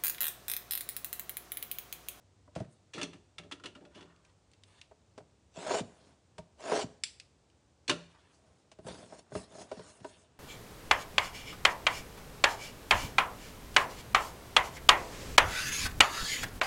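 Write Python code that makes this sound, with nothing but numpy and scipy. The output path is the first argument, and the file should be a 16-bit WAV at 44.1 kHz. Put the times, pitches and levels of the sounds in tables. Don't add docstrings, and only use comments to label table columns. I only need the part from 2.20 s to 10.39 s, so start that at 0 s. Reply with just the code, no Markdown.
import sys
import numpy as np
from scipy import signal
from scipy.fft import rfft, irfft, next_fast_len
from scipy.io import wavfile

SR = 44100
rng = np.random.default_rng(int(sys.argv[2]) if len(sys.argv) > 2 else 0)


def materialize(psi):
    bounded = np.clip(np.atleast_2d(psi).T, -1, 1)
    quanta = np.round(bounded * 32767).astype(np.int16)
    wavfile.write(sys.argv[1], SR, quanta)


N = 361179

# start_s, knife_level_db, table_level_db, rattle_s, brightness_db_per_octave
KNIFE_KNOCKS = [(0.7344, -36.5, -41.5, 0.031, 11), (0.7654, -50, -36, 0.005, 0),
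                (0.7785, -31.5, -46, 0.023, -10), (0.814, -25, -35, 0.0055, 4),
                (0.8296, -25.5, -37, 0.0067, 16.5), (0.9307, -44.5, -47, 0.012, -4),
                (1.1823, -33.5, -44.5, 0.0067, -6.5), (1.234, -50.5, -50, 0.01, -1),
                (1.313, -36.5, -42.5, 0.0072, -10), (1.3205, -31.5, -66, 0.0062, 0),
                (1.398, -50, -56, 0.0037, -19), (1.4372, -37, -42, 0.011, -8.5),
                (1.4567, -31, -50, 0.008, 0.1), (1.5506, -43.5, -45.5, 0.012, -11),
                (1.6054, -62, -48.5, 0.02, -1.5), (1.6507, -48.5, -50, 0.0083, -6),
                (1.7463, -47.5, -46.5, 0.041, 6), (1.808, -47, -46.5, 0.0063, 1),
                (1.826, -45, -67, 0.0053, 3), (5.6786, -24, -32, 0.015, 18),
                (5.6954, -14, -27.5, 0.0085, -1.5)]
# start_s, level_db, brightness_db_per_octave
SLIDER_CLICKS = [(1.9616, -56, -7), (2.049, -54.5, -36), (2.315, -55, 12), (2.3342, -53, -22),
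                 (2.4354, -44, -7), (2.614, -37.5, -21), (4.8361, -15.5, 8.5), (4.999, -34.5, -8),
                 (5.2993, -60, -24)]
# start_s, wall_level_db, thud_level_db, snap_level_db
BOX_TAPS = [(0.276, -52.5, -74, -86), (0.352, -52, -58, -43.5), (0.359, -29.5, -32.5, -42),
            (0.4, -32.5, -31, -47), (2.712, -47, -81, -65), (2.977, -39.5, -70, -46.5),
            (3.002, -46.5, -53.5, -68), (3.369, -38.5, -41.5, -54), (3.506, -23, -63, -48),
            (3.539, -24.5, -60, -49), (3.601, -47, -31, -37.5), (4.181, -38, -41, -41),
            (4.518, -18.5, -64, -54), (4.63, -35, -31.5, -43), (6.515, -51.5, -68, -46.5),
            (6.587, -42.5, -45, -57), (6.645, -47, -41.5, -65), (6.665, -35.5, -64, -45),
            (6.683, -35.5, -40.5, -41.5), (6.923, -40, -52.5, -72.5), (7.119, -37, -39.5, -59),
            (7.151, -25.5, -32, -40), (7.349, -42.5, -69, -64), (7.383, -41, -77, -58),
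            (7.414, -41, -67, -44), (7.514, -30, -61, -42.5), (7.521, -37, -53, -58),
            (7.568, -43.5, -45, -55), (7.592, -36.5, -45, -45.5), (7.802, -54, -48.5, -55.5),
            (7.844, -32, -73, -45)]
# peak_s, swell_s, sag_s, wall_level_db, hiss_level_db
CUTS = [(3.53, 0.17, 0.067, -30.5, -41), (4.535, 0.13, 0.092, -29, -42)]
# peak_s, swell_s, sag_s, wall_level_db, rustle_level_db, fizz_level_db
GLOVE_SLIDES = [(0.375, 0.005, 0.074, -51, -60, -69), (0.53, 0.038, 0.048, -85, -77, -71),
                (1.78, 0.052, 0.073, -72, -53, -73), (1.9, 0.05, 0.14, -78, -64.5, -98),
                (2.09, 0.037, 0.028, -89, -65, -76), (2.59, 0.11, 0.038, -79, -62, -66),
                (3.89, 0.29, 0.072, -67, -72, -70.5), (5.95, 0.05, 0.19, -75, -61, -77),
                (6.15, 0.056, 0.03, -79, -67.5, -70), (6.28, 0.15, 0.22, -71, -79, -75),
                (6.685, 0.018, 0.18, -50, -60, -49.5), (6.94, 0.048, 0.057, -57, -62, -60),
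                (6.995, 0.0089, 0.01, -58, -62, -51.5), (7.165, 0.027, 0.082, -53.5, -53.5, -51),
                (7.41, 0.1, 0.051, -55.5, -67, -53.5), (7.5, 0.45, 0.7, -65.5, -66, -78),
                (7.69, 0.19, 0.1, -65, -57, -57), (7.86, 0.03, 0.19, -70, -63, -60)]
# pitch_hz, level_db, t60_s (time to die away by 60 dB)
BOX_WALL_NOTES = [(296, -14.5, 0.094), (425, -2, 0.094), (517, 1.5, 0.044), (620, 6.5, 0.046),
                  (652, 1.5, 0.069), (760, -11.5, 0.067), (933, -7, 0.072), (1264, -13, 0.05),
                  (1486, -14, 0.083)]
BOX_THUD_NOTES = [(71, -13, 0.078), (117.5, -8.5, 0.081), (162.8, 7.5, 0.047), (237, 2.5, 0.031)]
TABLE_NOTES = [(169.3, -10.5, 0.52), (203.7, 1, 0.028), (284.7, -2, 0.12), (338.4, 0, 0.065),
               (410, 0, 0.058), (584, -5.5, 0.16)]
KNIFE_NOTES = [(1034, -15.5, 0.059), (1362, 2, 0.02), (1777, 6.5, 0.0079), (2280, 8, 0.0046),
               (2760, 11.5, 0.0067), (3400, 1, 0.017), (4150, -5, 0.0078), (5440, -22, 0.015),
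               (5800, -15.5, 0.0071), (7870, -56, 0.0015)]
SLIDER_NOTES = [(2670, 7.5, 0.0033), (3460, 7, 0.003), (4350, 10.5, 0.0029), (5420, -11, 0.003),
                (6000, -16.5, 0.0031), (7200, -4.5, 0.0056), (7500, -26, 0.0096)]
# pitch_hz, gain_db
FILM_CUT_COLOUR = [(710, -17), (1200, -9), (1520, -17.5), (3020, -4), (3350, -3.5), (7530, -3.5),
                   (9800, -10.5), (12700, -66), (21600, -120)]
FILM_RUB_COLOUR = [(590, -38), (1000, -7), (1880, -4), (2090, -8.5), (3560, -2.5), (3990, -3.5),
                   (9800, -3.5), (12700, -98), (21600, -120)]
ROOM_COLOUR = [(24, -39.5), (40, -7.5), (69, 6.5), (98, 3), (210, -4.5), (492, -7.5), (1870, -21),
               (7790, -23), (9800, -31), (12700, -67), (21600, -120)]

HIT_SPREAD_DB = 2.4
CLICK_S, TAP_S = 0.0012, 0.0058
SNAP_DB_PER_OCTAVE = -4
CUT_TOUCH_DB_PER_S, CUT_LIFT_DB_PER_S = 697, 800
SLIDE_TOUCH_DB_PER_S, SLIDE_LIFT_DB_PER_S = 501, 403
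CUT_WALL_EDGES_DB, CUT_HISS_EDGES_DB = (-22, -9), (-16.5, -0.5)
SLIDE_EDGES_DB = (-8, -11)
HISS_LAG_S = 0.023
TEAR_SPREAD_DB = 2.6
FIZZ_HZ = 3040
ROOM_TONE_DB = -67.5
HUM_HZ, HUM_DB, HUM_FADE_DB_PER_S, HUM_FADES_AT_S = 98, -72, 16, 2.9
ROOM_T60_S, TREBLE_T60_S, ROOM_SPLIT_HZ = 0.34, 0.52, 420
ROOM_DB, TREBLE_DB = -17.5, -11.5
MIC_LOW_HZ, MIC_TOP_HZ = 46, 10900


def from_db(db):
    return 10 ** (np.asarray(db) / 20)


def rms_one(x):
    return x / np.sqrt(np.mean(x ** 2) + 1e-20)


def drift(rate_hz):
    keep = np.exp(-80 * np.pi * rate_hz / SR)
    noise = rng.standard_normal(N // 40 + 2002)
    slow = signal.lfilter([1], [1, -2 * keep, keep * keep], noise)[2000:]
    return np.interp(np.arange(N) / 40, np.arange(len(slow)), rms_one(slow))


def ring(force, hz, t60_s):
    r = from_db(-60 / (t60_s * SR))
    angle = 2 * np.pi * hz / SR
    return signal.lfilter([.5, 0, -.5], [1, -2 * r * np.cos(angle), r * r], force + 1e-18)


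def grains(per_s, spread_db):
    sizes = from_db(spread_db * np.minimum(rng.exponential(1, N), 5))
    signed = sizes * rng.choice([-1, 1], N)
    return rms_one(signed * (rng.random(N) < per_s / SR))


def coloured(source, colour):
    hz_points, db_points = np.transpose(colour)
    size = next_fast_len(N)
    hz = np.arange(1, size // 2 + 2) * SR / size
    gain = from_db(np.interp(np.log(hz), np.log(hz_points), db_points))
    return rms_one(irfft(rfft(source, size) * gain, size)[:N])


def struck(notes, times, levels_db, lengths, rise, hard_hz, shake, fall=0.82, tilts=None):
    out, t = np.zeros(N + SR), np.arange(SR // 2) / SR
    soften = signal.butter(2, min(hard_hz, .45 * SR), fs=SR, output="sos")
    tilts = np.zeros(len(times)) if tilts is None else tilts
    for start, level_db, length, tilt in zip(times, levels_db, lengths, tilts):
        length = max(length, .0005)
        onset = 1 - np.exp(-t / (rise * length))
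        decay = np.exp(-(t / length) ** fall) + shake * np.exp(-t / 0.041)
        force = rng.standard_normal(len(t)) * onset * decay
        force = signal.sosfilt(soften, force + 1e-18)

        hz, note_db, t60_s = np.transpose(notes)
        note_db = note_db + rng.normal(0, HIT_SPREAD_DB, len(notes)) + tilt * np.log2(hz / 3000)
        hz = hz * (1 + 0.02 * rng.standard_normal(len(notes)) * (t60_s < .1))
        sound = sum(from_db(own) * ring(force, f, die_s) for f, own, die_s in zip(hz, note_db, t60_s))
        at = round(start * SR)
        out[at:at + len(t)] += from_db(level_db) * sound / np.abs(sound).max()
    return out[:N]


def strokes(rows, column, edges_db, touch_db_per_s, lift_db_per_s, lag_s=0):
    t, power = np.arange(0, N + 40, 40) / SR, 0
    for row in rows:
        peak, swell, sag = row[:3]
        start, end = peak - swell, peak + sag
        late_peak = peak + min(lag_s, sag / 2)
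        db = np.interp(t, [start - 1, start, late_peak, end, end + 1],
                       [edges_db[0] - touch_db_per_s, edges_db[0], 0, edges_db[1], edges_db[1] - lift_db_per_s])
        power = power + from_db(row[column] + db) ** 2
    return np.interp(np.arange(N) / SR, t, np.sqrt(power))


def rubbed_box(force):
    return rms_one(sum(from_db(db + 2.0 * drift(23)) * ring(force, hz, 0.72 * t60_s)
                       for hz, db, t60_s in BOX_WALL_NOTES))


def film(force, patchy_db, cycles):
    return sum((-1) ** k * from_db(patchy_db * drift(8.9)) * np.sqrt(hz) * ring(force, hz, cycles / hz)
               for k, hz in enumerate(np.geomspace(900, 10500, 24)))


def knife():
    start, knife_db, table_db, length, tilt = np.transpose(KNIFE_KNOCKS)
    handle = struck(KNIFE_NOTES, start, knife_db, length, rise=0.062, hard_hz=11100, shake=0.075, tilts=tilt)
    table = struck(TABLE_NOTES, start + 0.00521, table_db, length, rise=0.3, hard_hz=785, shake=0.52)

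    start, click_db, tilt = np.transpose(SLIDER_CLICKS)
    length = np.full(len(start), CLICK_S)
    clicks = struck(SLIDER_NOTES, start, click_db, length, rise=0.39, hard_hz=13200, shake=0.039,
                    fall=0.63, tilts=tilt)
    low_cut = signal.butter(2, 1700, "high", fs=SR, output="sos")
    return handle + table + signal.sosfilt(low_cut, clicks)


def cuts():
    wall_gain = strokes(CUTS, 3, CUT_WALL_EDGES_DB, CUT_TOUCH_DB_PER_S, CUT_LIFT_DB_PER_S)
    hiss_gain = strokes(CUTS, 4, CUT_HISS_EDGES_DB, CUT_TOUCH_DB_PER_S, CUT_LIFT_DB_PER_S, HISS_LAG_S)
    slips = from_db(1.2 * drift(60)) * grains(2500, spread_db=2.5)
    walls = rubbed_box(slips)
    tears = grains(5000, spread_db=TEAR_SPREAD_DB) * from_db(0.69 * drift(60))
    hiss = coloured(film(tears, patchy_db=4.0, cycles=29), FILM_CUT_COLOUR)
    return wall_gain * walls + hiss_gain * hiss


def taps():
    start, wall_db, thud_db, snap_db = np.transpose(BOX_TAPS)
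    length = np.full(len(start), TAP_S)
    film_notes = [(hz, SNAP_DB_PER_OCTAVE * np.log2(hz), 1.7 / hz) for hz in np.geomspace(1500, 9500, 10)]
    walls = struck(BOX_WALL_NOTES, start, wall_db, length, rise=0.66, hard_hz=1170, shake=0.027, fall=1.32)
    thuds = struck(BOX_THUD_NOTES, start + 0.00334, thud_db, length, rise=0.66, hard_hz=282, shake=0.036)
    snaps = struck(film_notes, start, snap_db, length, rise=0.21, hard_hz=8260, shake=0.051)
    return walls + thuds + snaps


def slides():
    wall_gain, rustle_gain, fizz_gain = (
        strokes(GLOVE_SLIDES, column, SLIDE_EDGES_DB, SLIDE_TOUCH_DB_PER_S, SLIDE_LIFT_DB_PER_S)
        for column in (3, 4, 5))
    clumps = from_db(0.78 * drift(5.7))
    grip = grains(2500, spread_db=2.0)
    dull_rub = rms_one(ring(grains(350, spread_db=-1.0), 193, 0.01))
    rub = rubbed_box(grip * clumps) + 0.96 * dull_rub

    fine = grains(6000, spread_db=1.5)
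    ticks = grains(120, spread_db=2.5)
    sheet = clumps * coloured(film(fine + 0.24 * ticks, patchy_db=1.2, cycles=8), FILM_RUB_COLOUR)
    rustle = signal.sosfiltfilt(signal.butter(2, FIZZ_HZ, fs=SR, output="sos"), sheet)
    fizz = sheet - rustle
    return wall_gain * rub + rustle_gain * rustle + fizz_gain * fizz


def room(x):
    t = np.arange(SR) / SR
    low, high = (signal.sosfilt(signal.butter(2, ROOM_SPLIT_HZ, kind, fs=SR, output="sos"),
                                rng.standard_normal(SR)) for kind in ("low", "high"))
    echoes = low * from_db(-60 * t / ROOM_T60_S) + high * from_db(TREBLE_DB - 60 * t / TREBLE_T60_S)
    echoes = echoes * np.clip(t / 0.0016, 0, 1)
    return signal.fftconvolve(x, echoes / np.sqrt(np.sum(echoes ** 2)))[:N]


def background():
    fade_db = HUM_FADE_DB_PER_S * np.maximum(np.arange(N) / SR - HUM_FADES_AT_S, 0)
    hum = from_db(HUM_DB - fade_db) * rms_one(ring(rng.standard_normal(N), HUM_HZ, 1.0))
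    tone = coloured(rng.standard_normal(N), ROOM_COLOUR)
    return from_db(ROOM_TONE_DB + 0.36 * drift(0.17)) * tone + hum


def scene():
    near = knife() + cuts() + taps() + slides()
    return (near + from_db(ROOM_DB) * room(near) + background())[None]


def record(dry):
    thin = signal.sosfilt(signal.butter(4, MIC_LOW_HZ, "high", fs=SR, output="sos"), dry)
    return signal.sosfilt(signal.cheby2(16, 60, MIC_TOP_HZ, fs=SR, output="sos"), thin)


dry = scene()
out = record(dry)
materialize(out)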